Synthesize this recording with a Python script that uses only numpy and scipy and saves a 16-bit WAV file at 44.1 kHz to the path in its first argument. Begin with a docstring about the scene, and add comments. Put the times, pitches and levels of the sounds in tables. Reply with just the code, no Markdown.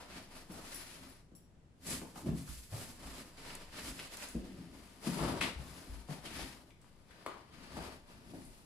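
"""A man folds shut a large cardboard box in a small stone-walled room, drags it over the concrete, lifts it and carries it past.
Sliding card rasps in tiny random slips that shake the panels into drumming, and loose edges skid in bursts of noise.
Knocks and footfalls ring the modes of the box, creases and bumps give short cracks, the flaps pump slow swings of air.
Something small and metallic jingles early on, as brief high modes. A low rumble of shaped noise lies under it all."""
import sys
import numpy as np
from scipy import signal
from scipy.fft import rfft, irfft, next_fast_len
from scipy.io import wavfile
from scipy.ndimage import map_coordinates

SR = 44100
rng = np.random.default_rng(int(sys.argv[2]) if len(sys.argv) > 2 else 0)


def transcribe(signal):
    """Save signal, clipped to [-1, 1], as a 16-bit WAV file at the path in sys.argv[1]."""
    frames = np.atleast_2d(signal).T
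    limited = np.clip(frames, -1, 1)
    pcm = np.round(limited * 32767).astype(np.int16)
    wavfile.write(sys.argv[1], SR, pcm)


N = 381460
TIME = np.arange(N) / SR
TAIL = 24576  # samples kept of every single event and of the room
CUTOFF_HZ = 15700  # top of the microphones' range

# ringing modes of the box: pitch_hz, level_db (relative), t60_s
BOX_MODES = [(74.3, -2.5, 0.2), (127, 3, 0.081), (149.4, 2, 0.13), (165, 0, 0.15), (195.3, -2, 0.15),
             (228.4, -1, 0.12), (269.2, 0, 0.097), (316, 0, 0.11), (347, 3, 0.054), (408.6, -1, 0.041),
             (538, -10, 0.11), (639, 2, 0.046), (730, -4, 0.05), (960, -16, 0.035)]


def from_db(db):
    """Decibels to gain."""
    return 10 ** (np.asarray(db) / 20)


def rms_one(x):
    """Scale to an rms of 1."""
    return x / np.sqrt(np.mean(x ** 2) + 1e-20)


def in_time(rows):
    """Columns of a curve at every sample."""
    s, *columns = np.transpose(rows)
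    return [np.interp(TIME, s, column) for column in columns]


def per_bin(points, size):
    """A table over log frequency, read at every bin of a transform."""
    hz, value = np.transpose(points)
    bins_hz = np.fft.rfftfreq(size, 1 / SR) + 1
    return np.interp(np.log(bins_hz), np.log(hz), value)


def coloured(x, spectrum):
    """Filter a steady sound by a spectrum that falls away outside its ends; rms 1."""
    size = next_fast_len(N)
    below, above = (spectrum[0][0] / 2, -70), (spectrum[-1][0] * 2, -90)
    gain = from_db(per_bin([below, *spectrum, above], size))
    return rms_one(irfft(rfft(x, size) * gain, size)[..., :N])


def drift(rate):
    """Slow chance with an rms of 1: straight lines between random knots, rate of them a second."""
    knots = np.arange(0, TIME[-1] + 1, 1 / rate)
    return rms_one(np.interp(TIME, knots, rng.standard_normal(len(knots))))


def ring(force, hz, t60):
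    """A damped mode: a unit click sets a sine of height 1 ringing, 60 dB down after t60 seconds."""
    decay, w = from_db(-60 / (t60 * SR)), 2 * np.pi * hz / SR
    return signal.lfilter([0, np.sin(w)], [1, -2 * decay * np.cos(w), decay * decay], force + 1e-18)


def resonance(x, hz, width_hz):
    """A band-pass with gain 1 on top."""
    return signal.lfilter(*signal.iirpeak(hz, hz / width_hz, fs=SR), x)


def band(x, hz, breadth, order):
    """Keep what lies within a factor of breadth around hz."""
    edges = [hz / breadth, min(hz * breadth, CUTOFF_HZ)]
    return signal.sosfilt(signal.butter(order, edges, "band", fs=SR, output="sos"), x)


def diffuse(size):
    """Spectrum of sound from all sides: the two microphones agree most in the bass."""
    # left-right likeness of the sound: frequency_hz, correlation (0 to 1)
    likeness = [(60, 0.75), (200, 0.88), (500, 0.66), (1000, 0.2), (4000, 0.0085)]
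    mid, side = rfft(rng.standard_normal((2, size)))
    alike = np.clip(per_bin(likeness, size), 0, .999)
    return np.sqrt(1 + alike) * mid + np.sqrt(1 - alike) * side * [[1], [-1]]


def room(x, wet_db, gap=0.0017):
    """Direct sound, then dense reflections off the stone that die soonest in the treble; new at every call."""
    # decay of the stone room: frequency_hz, t60_s
    decay_times = [(120, 0.46), (4000, 0.56), (12000, 0.28)]
    t, field, tail = np.arange(TAIL) / SR, diffuse(TAIL), 0
    for hz, t60 in decay_times:
        # bands overlap: each is full at its own frequency and gone at its neighbours'
        share = per_bin([(f, f == hz) for f, _ in decay_times], TAIL)
        tail = tail + irfft(field * share) * from_db(-60 * t / t60)
    fading_in = np.minimum(t / gap, 1)  # over gap seconds
    response = from_db(wet_db) * rms_one(tail * fading_in) / np.sqrt(TAIL)
    response[:, 0] += 1  # direct sound
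    return signal.fftconvolve(x[None], response, axes=1)[:, :len(x)]


def add(out, s, peak_db, sound, crest_db):
    """Lay in a sound: the rms of its first 40 ms is set crest_db below its nominal peak."""
    start, head = int(s * SR), sound[:, :SR // 25]
    gain = from_db(peak_db - crest_db) / np.sqrt(np.mean(head ** 2))
    out[:, start:start + TAIL] += gain * sound[:, :N - start]


def slips(per_s, spread_db):
    """Card catches and lets go in tiny random slips: clicks of unequal size and either sign."""
    sizes = from_db(spread_db * np.minimum(rng.exponential(1, N), 5))
    return sizes * rng.choice([-1, 1], N) * (rng.random(N) < per_s / SR)


def crack(hz, length=0.002, tearing=0.26, splinter_db=-9):
    """One sharp crack and a little tearing noise: a band of the card plus a broader, gentler one."""
    t = np.arange(TAIL) / SR
    force = signal.unit_impulse(TAIL) + tearing * rng.standard_normal(TAIL) * np.exp(-t / length)
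    body = band(force, hz, breadth=1.46, order=2)
    splinter = band(force, hz, breadth=1.85, order=1)
    return body + from_db(splinter_db) * splinter


def room_rumble(level_db=-61, left_right_db=0.9):
    """Steady noise from all sides, heaviest in the bass and slightly louder on the left."""
    # colour of the rumble: frequency_hz, gain_db (relative)
    rumble_colour = [(20, 7.5), (30, -26), (50, -8.5), (90, -10.5), (200, -14), (370, -22), (1100, -33.5),
                     (7000, -47), (10500, -58), (15000, -67)]
    noise = irfft(diffuse(2 * next_fast_len(N // 2 + 1)))[:, :N]
    rumble = from_db(level_db) * coloured(noise, rumble_colour)
    return rumble * from_db([[left_right_db], [-left_right_db]])


def chinks():
    """Metal touches metal: each touch is a click that briefly rings its high modes."""
    # touches of metal: start_s, peak_db (nominal, at the box)
    touches = [(0.2194, -57), (0.517, -48), (0.7444, -37), (0.7644, -55), (1.0869, -51), (1.3512, -51)]
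    # modes of the metal: pitch_hz, level_db (relative), t60_s
    metal_modes = [(5700, -1, .03), (7700, 4.5, 0.0076), (9780, -12, .06), (10740, 0, .03),
                   (10930, -4, 0.041), (14020, 2, .03), (14400, -1, .04)]
    out, touch = np.zeros((2, N)), signal.unit_impulse(TAIL)
    for s, peak_db in touches:
        metal = sum(from_db(db + rng.normal(0, 2.9)) * ring(touch, hz, t60) for hz, db, t60 in metal_modes)
        add(out, s, peak_db, room(metal + 5 * touch, wet_db=8), crest_db=15.0)
    return out


def puffs(swell=0.012):
    """The air in the box swings for a few slow cycles when a wall is pressed."""
    # air pushed out by flexing walls: start_s, peak_db (nominal, at the box), pitch_hz
    presses = [(2.275, -39, 72), (2.488, -43, 62.4), (2.721, -39, 99), (3.051, -47, 52.5),
               (3.891, -45.5, 49), (4.348, -40, 61), (5.559, -41, 62), (5.894, -41.5, 59.7),
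               (6.413, -46.5, 47.4), (7.744, -51, 71), (8.459, -53.5, 40.8)]
    out, t = np.zeros((2, N)), np.arange(TAIL) / SR
    for s, peak_db, hz in presses:
        air = t * np.exp(-t / swell) * np.sin(2 * np.pi * hz * t)
        add(out, s, peak_db, room(air, wet_db=-1.0), crest_db=3.5)
    return out


def short_cracks():
    """A crease, a flap's clap, a footfall or a bump gives a single short crack in the room."""
    # short cracks: start_s, peak_db (nominal, at the box), centre_hz, room_db (reflections)
    crack_table = [(3.505, -42, 2250, -6), (3.552, -42, 7200, -10), (3.992, -37.5, 1970, -7),
                   (3.998, -34.5, 2330, 3), (4.171, -42.5, 7860, -6), (4.225, -38, 1940, 1),
                   (4.287, -43.5, 7700, 4), (5.409, -31, 2540, 4), (5.413, -24.5, 1160, -1),
                   (5.437, -31.5, 2940, 2), (6.393, -35.5, 710, 1), (6.706, -52, 2560, 3),
                   (6.816, -60, 7000, 3), (6.844, -57, 1280, -9), (7.263, -28, 880, 1),
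                   (7.265, -36, 2100, 0), (7.769, -34, 815, 3)]
    out = np.zeros((2, N))
    for s, peak_db, hz, room_db in crack_table:
        add(out, s, peak_db, room(crack(hz), room_db), crest_db=16.5)
    return out


def knocks_and_footfalls(focus_db=13, scatter_db=1.56):
    """A soft blow gives a slap and rings the box, most near one panel's pitch; it rebounds once."""
    # knocks on the box and footfalls: start_s, peak_db (nominal, at the box), panel_hz, slap_db (relative to peak_db)
    blows = [(0.494, -38.5, 190, -12), (1.316, -50, 235, -4), (1.86, -41, 174, -4), (1.909, -44, 340, -19),
             (2.016, -39.5, 233, 7.5), (2.159, -42.5, 180, 8), (2.262, -27, 229, -5),
             (2.284, -23, 150.7, -12), (2.49, -44, 162, -13), (2.727, -35.5, 126.4, 3),
             (4.348, -28.5, 230, -3), (4.582, -39.5, 182, -12), (5.067, -25, 219.6, -26),
             (5.203, -33, 160, -3), (5.588, -40.5, 132, 2.5), (6.088, -32.5, 149.3, -0.5),
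             (7.263, -39.5, 393, 7), (7.768, -36.5, 202, 7), (8.335, -39.5, 274, 2.5)]
    contact_s = 0.00048  # time constant of the push
    rebound_cycles, rebound_spread, rebound_db = 2.997, 0.046, -4.5  # cycles of the panel, fraction, dB
    slap_hz, slap_room_db = 570, 7.5
    out, t = np.zeros((2, N)), np.arange(TAIL) / SR
    force = np.diff(t * np.exp(-t / contact_s), prepend=0)  # what radiates is the change of a short push
    for s, peak_db, panel_hz, slap_db in blows:
        box = 0
        for k, (hz, db, t60) in enumerate(BOX_MODES):
            octaves_away = abs(np.log2(hz / panel_hz))
            strength_db = db - focus_db * octaves_away + scatter_db * rng.normal()
            # modes start in opposed pairs, so the boom swells over its first cycles
            box = box + (-1) ** (k // 2) * from_db(strength_db) * ring(force, hz, t60)
        rebound = rebound_cycles / panel_hz * (1 + rebound_spread * rng.uniform(-1.24, 1))
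        for delay, loss_db in [(0, 0), (rebound, rebound_db)]:
            add(out, s + delay, peak_db + loss_db, room(box, wet_db=-2.5), crest_db=11.5)
        add(out, s, peak_db + slap_db, room(crack(slap_hz), slap_room_db), crest_db=20.5)
    return out


def scuffs(skid_s=0.044, low_hz=560, top_hz=11000, tail_db=-7, tail_t60=0.27):
    """An edge jerks free and skids: a band of dense noise starts at once, fades fast, then dies in a room tail."""
    # skids of an edge: start_s, peak_db (nominal, at the box), centre_hz
    skids = [(1.8664, -28, 8030), (1.9, -24, 7900), (2.157, -34, 1050), (2.475, -35, 1304),
             (4.201, -32, 1900), (5.4105, -14.5, 2360), (5.4219, -16.5, 2600), (6.257, -28.5, 2980),
             (7.108, -39.5, 1780), (8.346, -46, 1700), (8.45, -44, 9000)]
    out, t = np.zeros((2, N)), np.arange(TAIL) / SR
    limits = signal.butter(2, [low_hz, min(top_hz, CUTOFF_HZ)], "band", fs=SR, output="sos")
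    for s, peak_db, hz in skids:
        fading = np.hypot(np.exp(-t / skid_s), from_db(tail_db - 60 * t / tail_t60))
        burst = band(irfft(diffuse(TAIL)) * fading, hz, breadth=1.18, order=1)
        add(out, s, peak_db, signal.sosfilt(limits, burst), crest_db=24.0)
    return out


def stroke_levels():
    """Each stroke takes hold, swells to a crest, slackens and dies away; overlapping strokes add in power."""
    # strokes of card sliding over card, hands or floor: start_s, rise_s (speeding up), fall_s (slowing down),
    # rasp_db (at the crest), then relative to the rasp: hiss_db (fibres), chatter_db (flaps), drumming_db (walls);
    # all levels before the trims of each layer
    strokes = [(0, 0.0033, 0.051, -51.5, -7.5, 1, -7), (.11, 0.062, 0.041, -51.5, -8, -4, -2.5),
               (.313, 0.061, 0.048, -56.5, -3.5, -0.5, -2), (.507, 0.074, 0.073, -56.5, -1.5, 2.5, 2),
               (.653, 0.1, 0.19, -51.5, -1, -6, -10), (.956, 0.08, 0.095, -58, -3, -2.5, 1),
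               (1.874, 0.055, 0.039, -45.5, 1.5, -6.5, 2), (2.165, 0.015, 0.045, -59, 5, 3.5, 0),
               (2.255, 0.015, 0.051, -60.5, -2, -4, 20.5), (2.357, .02, 0.065, -59, 4.5, -4.5, 6),
               (2.48, 0.014, .14, -58, 6, -10, -13), (2.732, 0.053, 0.13, -54, 3, -2, -0.5),
               (3.001, 0.18, 0.086, -54, -2, -1, 0), (3.383, 0.13, 0.12, -51.5, -6.5, -3, -7),
               (3.735, 0.057, 0.035, -47.5, -6.5, -6, -4), (3.838, 0.049, 0.036, -48.5, 0.5, -5.5, -1),
               (3.985, 0.014, 0.061, -50.5, -4, -4, -10), (4.12, 0.12, 0.062, -51, -.5, -4, -11),
               (4.352, 0.11, 0.3, -61.5, -5.5, -3, 9.5), (4.736, 0.027, 0.39, -63, -3, -0.5, 1.5),
               (5.045, 0.023, .23, -48, -1.5, -0.5, -4), (5.192, 0.093, 0.09, -46.5, -8, 7, 9),
               (5.411, 0.032, .05, -45, -9.5, 0, 1), (5.601, 0.099, 0.3, -58, -1.5, -0.5, 2.5),
               (6.092, 0.037, 0.049, -54.5, -3, 0, -3), (6.249, 0.011, 0.053, -49.5, -5, -3, -1.5),
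               (6.328, 0.083, .076, -47, -5.5, -8, -2.5), (6.52, .01, 0.17, -68.5, -2, 4, 4),
               (6.815, .01, 0.39, -71.5, -4.5, 0, -5), (7.099, 0.12, 0.27, -63.5, -10, 0, -6.5),
               (7.538, .14, 0.12, -57.5, -10.5, -3.5, -1.5), (7.718, 0.12, 0.1, -53, -7.5, 1, 0.5),
               (8.077, 0.033, 0.22, -64, -6.5, -0.5, 2), (8.28, 0.11, 0.038, -64.5, -0.5, -3, 12.5),
               (8.402, 0.017, 0.32, -66, 0, -1, -4)]
    attack_db_per_s, swell_db, slacken_db, release_db_per_s = 375, 4.5, 5, 129
    t, power = TIME[::40], 0
    for start, rise, fall, rasp_db, *others_db in strokes:
        age = t - start
        effort_db = np.interp(age, [0, rise, rise + fall], [-swell_db, 0, -slacken_db])
        effort_db -= attack_db_per_s * np.maximum(-age, 0)  # taking hold, before the start
        effort_db -= release_db_per_s * np.maximum(age - rise - fall, 0)
        power = power + np.outer(from_db([0, *others_db]), from_db(rasp_db + effort_db)) ** 2
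    return [np.interp(TIME, t, np.sqrt(p)) for p in power]


def drumming(shaking, gain_db=0.0, low_hz=125, high_hz=420, sway_db=-7):
    """Coarser slips shake the walls, which answer in their low modes and sway the air in the box."""
    # colour of the swaying air: frequency_hz, gain_db (relative)
    sway_colour = [(25, -22), (45, 2), (62, 7), (85, -3.5), (120, 0)]
    force, walls = slips(per_s=900, spread_db=2.0), 0
    for k, (hz, db, t60) in enumerate(BOX_MODES):
        walls = walls + (-1) ** k * from_db(db) * ring(force, hz, t60)  # neighbours in opposite sense
    walls = signal.sosfilt(signal.butter(2, [low_hz, high_hz], "band", fs=SR, output="sos"), walls)
    panels = from_db(gain_db) * rms_one(room(walls, wet_db=-3))
    return shaking * (panels + from_db(sway_db) * coloured(force, sway_colour))


def sliding(rasp, hiss, chatter, rasp_gain_db=-1.88, hiss_gain_db=-4.0, chatter_gain_db=0.0,
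            judder_db=1.14, grit_db=-11.0, count=3):
    """Dense slips at several contact spots and sparser grit excite the flaps, the face of the card and its fibres."""
    # colours of face, fibres and flaps: frequency_hz, gain_db (relative)
    rasp_colour = [(600, -32), (1100, -8.5), (1350, -3.5), (1800, 2.5), (2700, 1.3), (3700, -2.5),
                   (4900, -1.5), (6000, -11.5), (9000, -25.5)]
    hiss_colour = [(2500, -17), (4800, -3.5), (6200, -2), (8000, -2), (9000, -5), (10800, -3), (12300, -4),
                   (15000, -10), (16000, -26)]
    chatter_colour = [(200, 0.5), (360, 1.5), (480, -1), (580, 0), (800, -1.5), (1000, -4), (1250, -2.5),
                      (1750, -20), (3500, -59)]
    # resonances of the loose flaps: centre_hz, width_hz, gain_db
    flap_resonances = [(666, 400, -7), (677, 12, -12), (936, 100, -2.5), (930, 21, -19), (1100, 20, -12)]
    spots = sum(room(slips(per_s=2000, spread_db=2.5), wet_db=8.0) for _ in range(count))
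    grit = room(slips(per_s=70, spread_db=0.0), wet_db=-4.5)
    judder = from_db(judder_db * drift(rate=55))
    friction = (rms_one(spots) + from_db(grit_db) * rms_one(grit)) * judder
    flaps = friction + sum(from_db(db) * resonance(friction, hz, width_hz) for hz, width_hz, db in flap_resonances)
    return (rasp * from_db(rasp_gain_db) * coloured(friction, rasp_colour)
            + hiss * from_db(hiss_gain_db) * coloured(friction, hiss_colour)
            + chatter * from_db(chatter_gain_db) * coloured(flaps, chatter_colour))


def placed(x):
    """Level and arrival time at the two microphones follow the box."""
    # where the box is: time_s, pan_db (left minus right), lag_samples (of the left)
    path = [(0, 1.5, -2.5), (1.4, 2.5, -1.5), (2, 0.9, -0.5), (3.4, 1.1, 1), (4.2, 0.2, -1.5),
            (4.9, 4.5, 0), (5.3, 4, 2), (6.2, 4, -2.5), (7.3, 4.5, 3), (7.8, 4, 6), (8.65, 3, 10.5)]
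    pan_db, lag = in_time(path)
    left = map_coordinates(x[0], [np.arange(N) - lag], order=3)
    return np.array([left, x[1]]) * from_db(np.array([pan_db, -pan_db]) / 2)


def scene():
    """The box, the footfalls and the metal, all heard from where the box is, over the rumble of the room."""
    rumble = room_rumble()
    rasp, hiss, chatter, shaking = stroke_levels()
    events = chinks() + puffs() + short_cracks() + knocks_and_footfalls() + scuffs()
    box = events + drumming(shaking) + sliding(rasp, hiss, chatter)
    return placed(box) + rumble


def port(x, resonances):
    """A microphone port lifts or hollows the treble around each of its resonances."""
    return x + sum((from_db(db) - 1) * resonance(x, hz, width_hz) for hz, width_hz, db in resonances)


def record(dry):
    """Each microphone port has its own colour; a steep low-pass cuts the top."""
    # resonances of the microphone ports: centre_hz, width_hz, gain_db
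    left_port = [(10330, 1590, 10.5), (7700, 2500, -4)]
    right_port = [(7900, 950, 8.5), (10500, 1900, 0)]
    ports = [port(dry[0], left_port), port(dry[1], right_port)]
    return signal.sosfilt(signal.ellip(10, .1, 70, CUTOFF_HZ, fs=SR, output="sos"), ports)


dry = scene()
out = record(dry)
transcribe(out)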